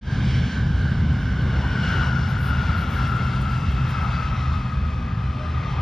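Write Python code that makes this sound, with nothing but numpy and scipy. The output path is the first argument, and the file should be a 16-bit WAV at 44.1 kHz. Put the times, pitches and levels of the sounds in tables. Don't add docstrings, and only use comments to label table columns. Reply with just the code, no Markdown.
import sys
import numpy as np
from scipy import signal
from scipy.fft import rfft, irfft, next_fast_len
from scipy.io import wavfile
from scipy.ndimage import uniform_filter1d, map_coordinates

SR = 44100
rng = np.random.default_rng(int(sys.argv[2]) if len(sys.argv) > 2 else 0)


def transcribe(signal):
    frames = np.atleast_2d(signal).T
    limited = np.clip(frames, -1, 1)
    pcm = np.round(limited * 32767).astype(np.int16)
    wavfile.write(sys.argv[1], SR, pcm)


N = 256529

# time in seconds, relative level in dB.
TREBLE_SWELLS = [(.14, -45), (.33, -40), (.48, -41.5), (.66, -47), (1.08, -48), (1.58, -44), (1.75, -41),
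                 (1.89, -37.5), (2.03, -38.5), (2.2, -44), (2.53, -44.5), (2.58, -42), (3.1, -42),
                 (3.7, -42.5), (3.85, -41), (4.22, -40.5), (4.65, -44.5), (5.18, -47), (5.75, -42)]


def amp(db):
    return 10 ** (np.asarray(db) / 20)


def unit(x):
    return x / np.sqrt(np.mean(np.abs(x) ** 2) + 1e-20)


def clock():
    return np.arange(N) / SR


def along(points, hz):
    knots_hz, values = np.transpose(points)
    return np.interp(np.log(hz + 1), np.log(knots_hz + 1), values)


def curves(rows):
    times, *columns = np.transpose(rows)
    return [np.interp(clock(), times, column) for column in columns]


def swell(levels):
    level_db, = curves(levels)
    return level_db - level_db.mean()


def wobble(rate):
    return map_coordinates(rng.standard_normal(int(N * rate / SR) + 4), [clock() * rate])


def filtered(x, response):
    size = next_fast_len(N + SR // 2)
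    return irfft(rfft(x, size) * response(np.fft.rfftfreq(size, 1 / SR)), size)[..., :N]


def steadied(x, hold_s):
    power = uniform_filter1d(np.mean(x ** 2, axis=0), size=int(hold_s * SR))
    return x / np.sqrt(np.abs(power) + 1e-9)


def turbulence(spectrum, patchy_db):
    bins = signal.stft(rng.standard_normal((2, N)), nperseg=1024)[2]
    patches = uniform_filter1d(rng.standard_normal(bins.shape[1:]), size=7, axis=0)
    patches = uniform_filter1d(patches, size=12, axis=1)
    pair = signal.istft(bins * amp(patchy_db * unit(patches)), nperseg=1024)[1][:, :N]
    return unit(filtered(pair, lambda hz: amp(along(spectrum, hz))))


def fuzzy_tone(pitch_hz, width_hz):
    a, b = filtered(rng.standard_normal((2, 2, N)), lambda hz: 1 / (1 + (2 * hz / width_hz) ** 2))
    phase = 2 * np.pi * np.cumsum(pitch_hz) / SR
    return unit(a * np.cos(phase) + b * np.sin(phase))


def exhaust(abreast_s=1.26, rise_db_per_s=0.5, fade_db_per_s=1.74, sink_db_per_s=0.32):
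    # frequency in Hz, relative level in dB.
    deep_spectrum = [(15, -50.5), (25, -20.5), (31, -14.5), (45, -1), (60, 8.5), (80, 9), (105, -2.5),
                     (150, -12.5), (300, -84)]
    body_spectrum = [(20, -64.5), (60, -14), (105, -0.5), (145, 0.5), (200, -5), (250, -10), (320, -24.5),
                     (450, -34.5), (600, -44.5), (1000, -87)]
    t = clock()
    deep_db = -24.5 - sink_db_per_s * t
    body_db = -23.5 - rise_db_per_s * np.maximum(abreast_s - t, 0)
    body_db -= fade_db_per_s * np.maximum(t - abreast_s, 0)
    deep = steadied(turbulence(deep_spectrum, patchy_db=1.5), hold_s=.45)
    body = steadied(turbulence(body_spectrum, patchy_db=0.5), hold_s=.45)
    return amp(deep_db) * deep + amp(body_db) * body


def rush(hiss_fade_db_per_s=1.09):
    # frequency in Hz, relative level in dB.
    low_spectrum = [(180, -20), (300, 3), (420, 1.5), (560, -3), (750, -11.5), (1400, -62.5)]
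    roar_spectrum = [(200, -19.5), (420, -11), (600, -2), (800, 2.4), (1150, 2), (1700, 0.5), (1950, -1),
                     (2200, -5.5), (2500, -7.5), (3500, -8), (6000, -57)]
    hiss_spectrum = [(1200, -7.5), (2150, 10.5), (2480, 4.5), (3200, 3), (3600, 4), (4000, 5), (4900, 2),
                     (5400, 1), (6100, -4), (7000, -10), (8400, -13), (10000, -45.5), (12000, -80.5)]
    # time in seconds, relative level in dB.
    low_swells = [(.15, -43), (.85, -41), (1.3, -47), (1.4, -37.5), (1.65, -39), (1.98, -39.5), (2.25, -45),
                  (3.2, -41.5), (3.45, -44), (4.05, -47.5), (4.45, -50.5), (5.2, -49), (5.5, -45),
                  (5.8, -41.5)]
    roar_swells = [(.15, -41), (.38, -40.5), (.68, -44), (.92, -41), (1.25, -43), (1.6, -37.5), (2.03, -36),
                   (2.22, -40), (2.5, -38), (2.98, -36), (3.55, -41), (3.95, -37.8), (4.2, -37),
                   (4.7, -42.5), (5.28, -43.5), (5.76, -37.5)]
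    flutter = wobble(15)
    low = amp(-46 + swell(low_swells)) * turbulence(low_spectrum, patchy_db=0)
    roar = amp(-39 + swell(roar_swells) + 0.27 * flutter) * turbulence(roar_spectrum, patchy_db=1.36)
    hiss_db = -43 + 0.82 * swell(TREBLE_SWELLS) - hiss_fade_db_per_s * clock() + 0.87 * flutter
    return low + roar + amp(hiss_db) * turbulence(hiss_spectrum, patchy_db=1.6)


def fans(start_hz=1601, sag_hz_per_s=74, idle_hz=1228, apart_hz=24):
    # time in seconds, relative level in dB.
    whine_swells = [(.15, -36.5), (.42, -39.5), (.57, -33), (.74, -38.5), (.86, -33), (1.01, -39),
                    (1.15, -34.5), (1.55, -35), (1.93, -24.5), (2.17, -28.5), (2.33, -31.5), (2.6, -27.5),
                    (2.66, -30.5), (2.73, -27), (2.82, -29.5), (3.03, -29.5), (3.16, -27), (3.35, -32),
                    (3.55, -30), (3.73, -36.5), (3.96, -28.5), (4.12, -28.5), (4.5, -32), (4.8, -37.5),
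                    (5.4, -37.5), (5.72, -34)]
    t = clock()
    pitch_hz = np.maximum(start_hz - sag_hz_per_s * t, idle_hz) + 4 * wobble(12)
    whine_db, treble_db = swell(whine_swells), swell(TREBLE_SWELLS)
    rasp = pitch_hz / np.mean(pitch_hz)
    lower_fan = fuzzy_tone(pitch_hz - apart_hz / 2, width_hz=48)
    upper_fan = fuzzy_tone(pitch_hz + apart_hz / 2, width_hz=48)
    core = amp(-4) / rasp * unit(lower_fan + upper_fan)
    skirt = amp(-0.5 + 0.2 * whine_db) * rasp ** 5 * fuzzy_tone(pitch_hz, width_hz=210)
    octave = amp(-52 + 0.33 * treble_db + 0.06 * t) * fuzzy_tone(2 * pitch_hz, width_hz=290)
    halo = amp(-53 + 2.2 * treble_db) * rasp ** 2 * fuzzy_tone(2 * pitch_hz, width_hz=680)
    whine = amp(-36.5 + whine_db + .5 * wobble(22)) * steadied(core + skirt, hold_s=.14)
    return whine + octave + halo


def machine(pitch_hz=127.3, level_db=-30.5, waver_db=1.8, swell_at_s=3.83, fade_db_per_s=.5):
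    # multiple of the pitch, relative level in dB.
    harmonics = [(1, 1), (3, -27.5), (4, -27), (5, -27), (6, -26.5), (7, -29.5), (8, -30)]
    (_, fundamental_db), *overtones = harmonics
    t = clock()
    swell_db = 3.5 * np.exp(-((t - swell_at_s) / 0.9) ** 2)
    phase = 2 * np.pi * np.cumsum(pitch_hz + 0.346 * wobble(3)) / SR
    drone_db = fundamental_db + swell_db - fade_db_per_s * t + waver_db * wobble(11)
    hum = amp(drone_db) * np.sin(phase + 0.31 * wobble(14))
    for multiple, db in overtones:
        gain = amp(db + waver_db * wobble(3))
        blurred_phase = multiple * (phase + 0.037 * wobble(18))
        hum += gain * np.sin(blurred_phase + rng.uniform(0, 2 * np.pi))
    return amp(level_db) * np.sqrt(2) * hum


def breeze(crest_start_s=3, crest_end_s=3.37, rise_db_per_s=6, fall_db_per_s=7.5):
    # frequency in Hz, relative level in dB.
    air_spectrum = [(4000, -20), (7400, 1), (8400, 0), (9500, -5), (12000, -10), (13000, -22), (15500, -30)]
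    sizzle_spectrum = [(7500, -40), (8400, -20), (9300, -27), (10600, -18), (11150, -3), (11400, -6),
                       (11650, 0), (12100, -6), (12600, -15), (13300, -15), (14000, -6.5), (14450, -9),
                       (14900, -19), (16000, -25)]
    # centre in seconds, level in dB, length in seconds.
    puffs = [(1.42, -62, .06), (1.935, -58.5, .1), (2.071, -61, 0.032), (2.306, -51, 0.049),
             (2.455, -45.5, .1), (2.801, -48.5, 0.075), (2.944, -48.5, .09), (3.093, -55.5, 0.062),
             (3.258, -65, 0.048), (3.517, -53, .035), (4.04, -61.5, .035)]
    t = clock()
    wind_db = -rise_db_per_s * np.maximum(crest_start_s - t, 0)
    wind_db -= fall_db_per_s * np.maximum(t - crest_end_s, 0)
    flares = sum(amp(db) * np.exp(-np.abs(2 * (t - at) / length) ** 4 / 2) for at, db, length in puffs)
    flicker = amp(-63 + wind_db + 4.5 * wobble(22))
    air = amp(-60 + wind_db + 1.5 * wobble(30)) * turbulence(air_spectrum, patchy_db=1)[0]
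    sizzle = np.hypot(flares, flicker) * turbulence(sizzle_spectrum, patchy_db=2)[0]
    return air + sizzle


def whistle(level_db=-54.5, peak_s=1.95, spread_s=.5, pitch_hz=5350, sag_hz_per_s=130):
    t = clock() - peak_s
    envelope = amp(level_db) * np.exp(-(t / spread_s) ** 2)
    return envelope * fuzzy_tone(pitch_hz - sag_hz_per_s * t, width_hz=380)


def ticks(length_s=.018):
    # centre in seconds, level in dB.
    hits = [(2.39, -53), (2.555, -54), (3.08, -53), (3.42, -49)]
    # frequency in Hz, relative level in dB.
    spectrum = [(6000, -30), (8500, 0), (10000, -6), (11800, 2), (13000, -14), (15500, -25)]
    bursts = sum(amp(db) * np.exp(-(2 * (clock() - at) / length_s) ** 2) for at, db in hits)
    return bursts * turbulence(spectrum, patchy_db=0.5)[0]


def hoot(at_s=5.425, length_s=0.081, pitch_hz=608, level_db=-38):
    envelope = np.exp(-(2 * (clock() - at_s) / length_s) ** 4)
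    return amp(level_db) * envelope * np.sin(2 * np.pi * pitch_hz * clock())


def reflections(x):
    # frequency in Hz, gain in dB.
    mirror_spectrum = [(700, -24), (1400, -6), (1700, 0), (3400, 0), (5000, -9), (8000, -20)]
    # time in seconds, nearer and farther delay in milliseconds.
    delays = [(.6, 1.33, 1.76), (1.2, 1.38, 1.82), (2.6, 1.39, 1.77), (3.3, 1.46, 1.86), (4.2, 1.52, 1.91),
              (5.2, 1.59, 1.94), (5.8, 1.59, 1.91)]
    # time in seconds, nearer gain, farther gain.
    gains = [(1.3, .19, .12), (2.6, .13, .08), (3.6, .07, .24), (5.0, .03, .19)]
    t = clock()
    treble = filtered(x, lambda hz: amp(along(mirror_spectrum, hz)))
    for delay_ms, gain in zip(curves(delays), curves(gains)):
        x = x + gain * np.array([np.interp(t - delay_ms / 1000, t, part) for part in treble])
    return x


def left_first(x, lead):
    return filtered(x, lambda hz: np.exp(.5j * np.array([[1], [-1]]) * along(lead, hz)))


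def microphones(pair, hum, likeness, lead, lean):
    spread = lambda hz: np.arccos(np.clip(along(likeness, hz), 0, 1)) / 2
    mid, side = filtered(pair, lambda hz: np.array([np.cos(spread(hz)), np.sin(spread(hz))]))
    stereo = np.array([mid + side, mid - side]) + hum
    balance = lambda hz: 2 / (1 + amp(np.array([[-1], [1]]) * along(lean, hz)))
    return left_first(filtered(stereo, balance), lead)


def scene(shift_start_s=1.16, shift_end_s=2.16):
    # frequency in Hz, coherence from 0 to 1.
    likeness_centred = [(70, .9997), (130, .997), (250, .99), (450, .94), (620, .86), (1000, .98),
                        (2100, .985), (2800, .92), (4300, .995), (6200, .8), (8000, .75)]
    likeness_leftward = [(70, .9999), (130, .9992), (250, .995), (450, .94), (620, .78), (850, .92),
                         (1350, .95), (1900, .92), (2800, .91), (4300, .995), (6200, .8), (8000, .75)]
    # frequency in Hz, phase in radians.
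    lead_centred = [(200, 0), (450, -.22), (800, 0), (2250, 0), (2750, .65), (3600, .05), (4900, .1),
                    (6300, 1.5), (9300, 3.05)]
    lead_leftward = [(250, 0), (450, .1), (600, .45), (800, .15), (1050, .55), (1450, .15), (1820, .75),
                     (2200, .05), (2750, .7), (3600, .05), (4900, .1), (6300, 1.5), (9300, 3.05),
                     (12400, 3.2), (14500, 3.6)]
    # frequency in Hz, left over right in dB.
    lean_centred = [(150, 0), (400, .7), (800, 2), (1100, 0), (1550, -2.7), (2300, 0)]
    lean_leftward = [(60, 0), (120, .3), (220, .9), (430, 3), (630, 7), (900, 5.3), (1130, 9), (1340, 10.7),
                     (1550, 5.2), (1850, 1), (2100, -1.5), (3500, 0)]
    jet = reflections(exhaust() + rush() + fans() + whistle())
    hum = machine()
    centred = microphones(jet, hum, likeness_centred, lead_centred, lean_centred)
    leftward = microphones(jet, hum, likeness_leftward, lead_leftward, lean_leftward)
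    shift = np.interp(clock(), [shift_start_s, shift_end_s], [0, 1])
    sparkle = left_first(breeze() + ticks(), lead_leftward)
    return (1 - shift) * centred + shift * leftward + sparkle + hoot()


def record(dry, top_hz=15700):
    fade_in = np.clip((clock() - .01) / .12, 0, 1)
    return filtered(dry * fade_in, lambda hz: hz < top_hz)


dry = scene()
out = record(dry)
transcribe(out)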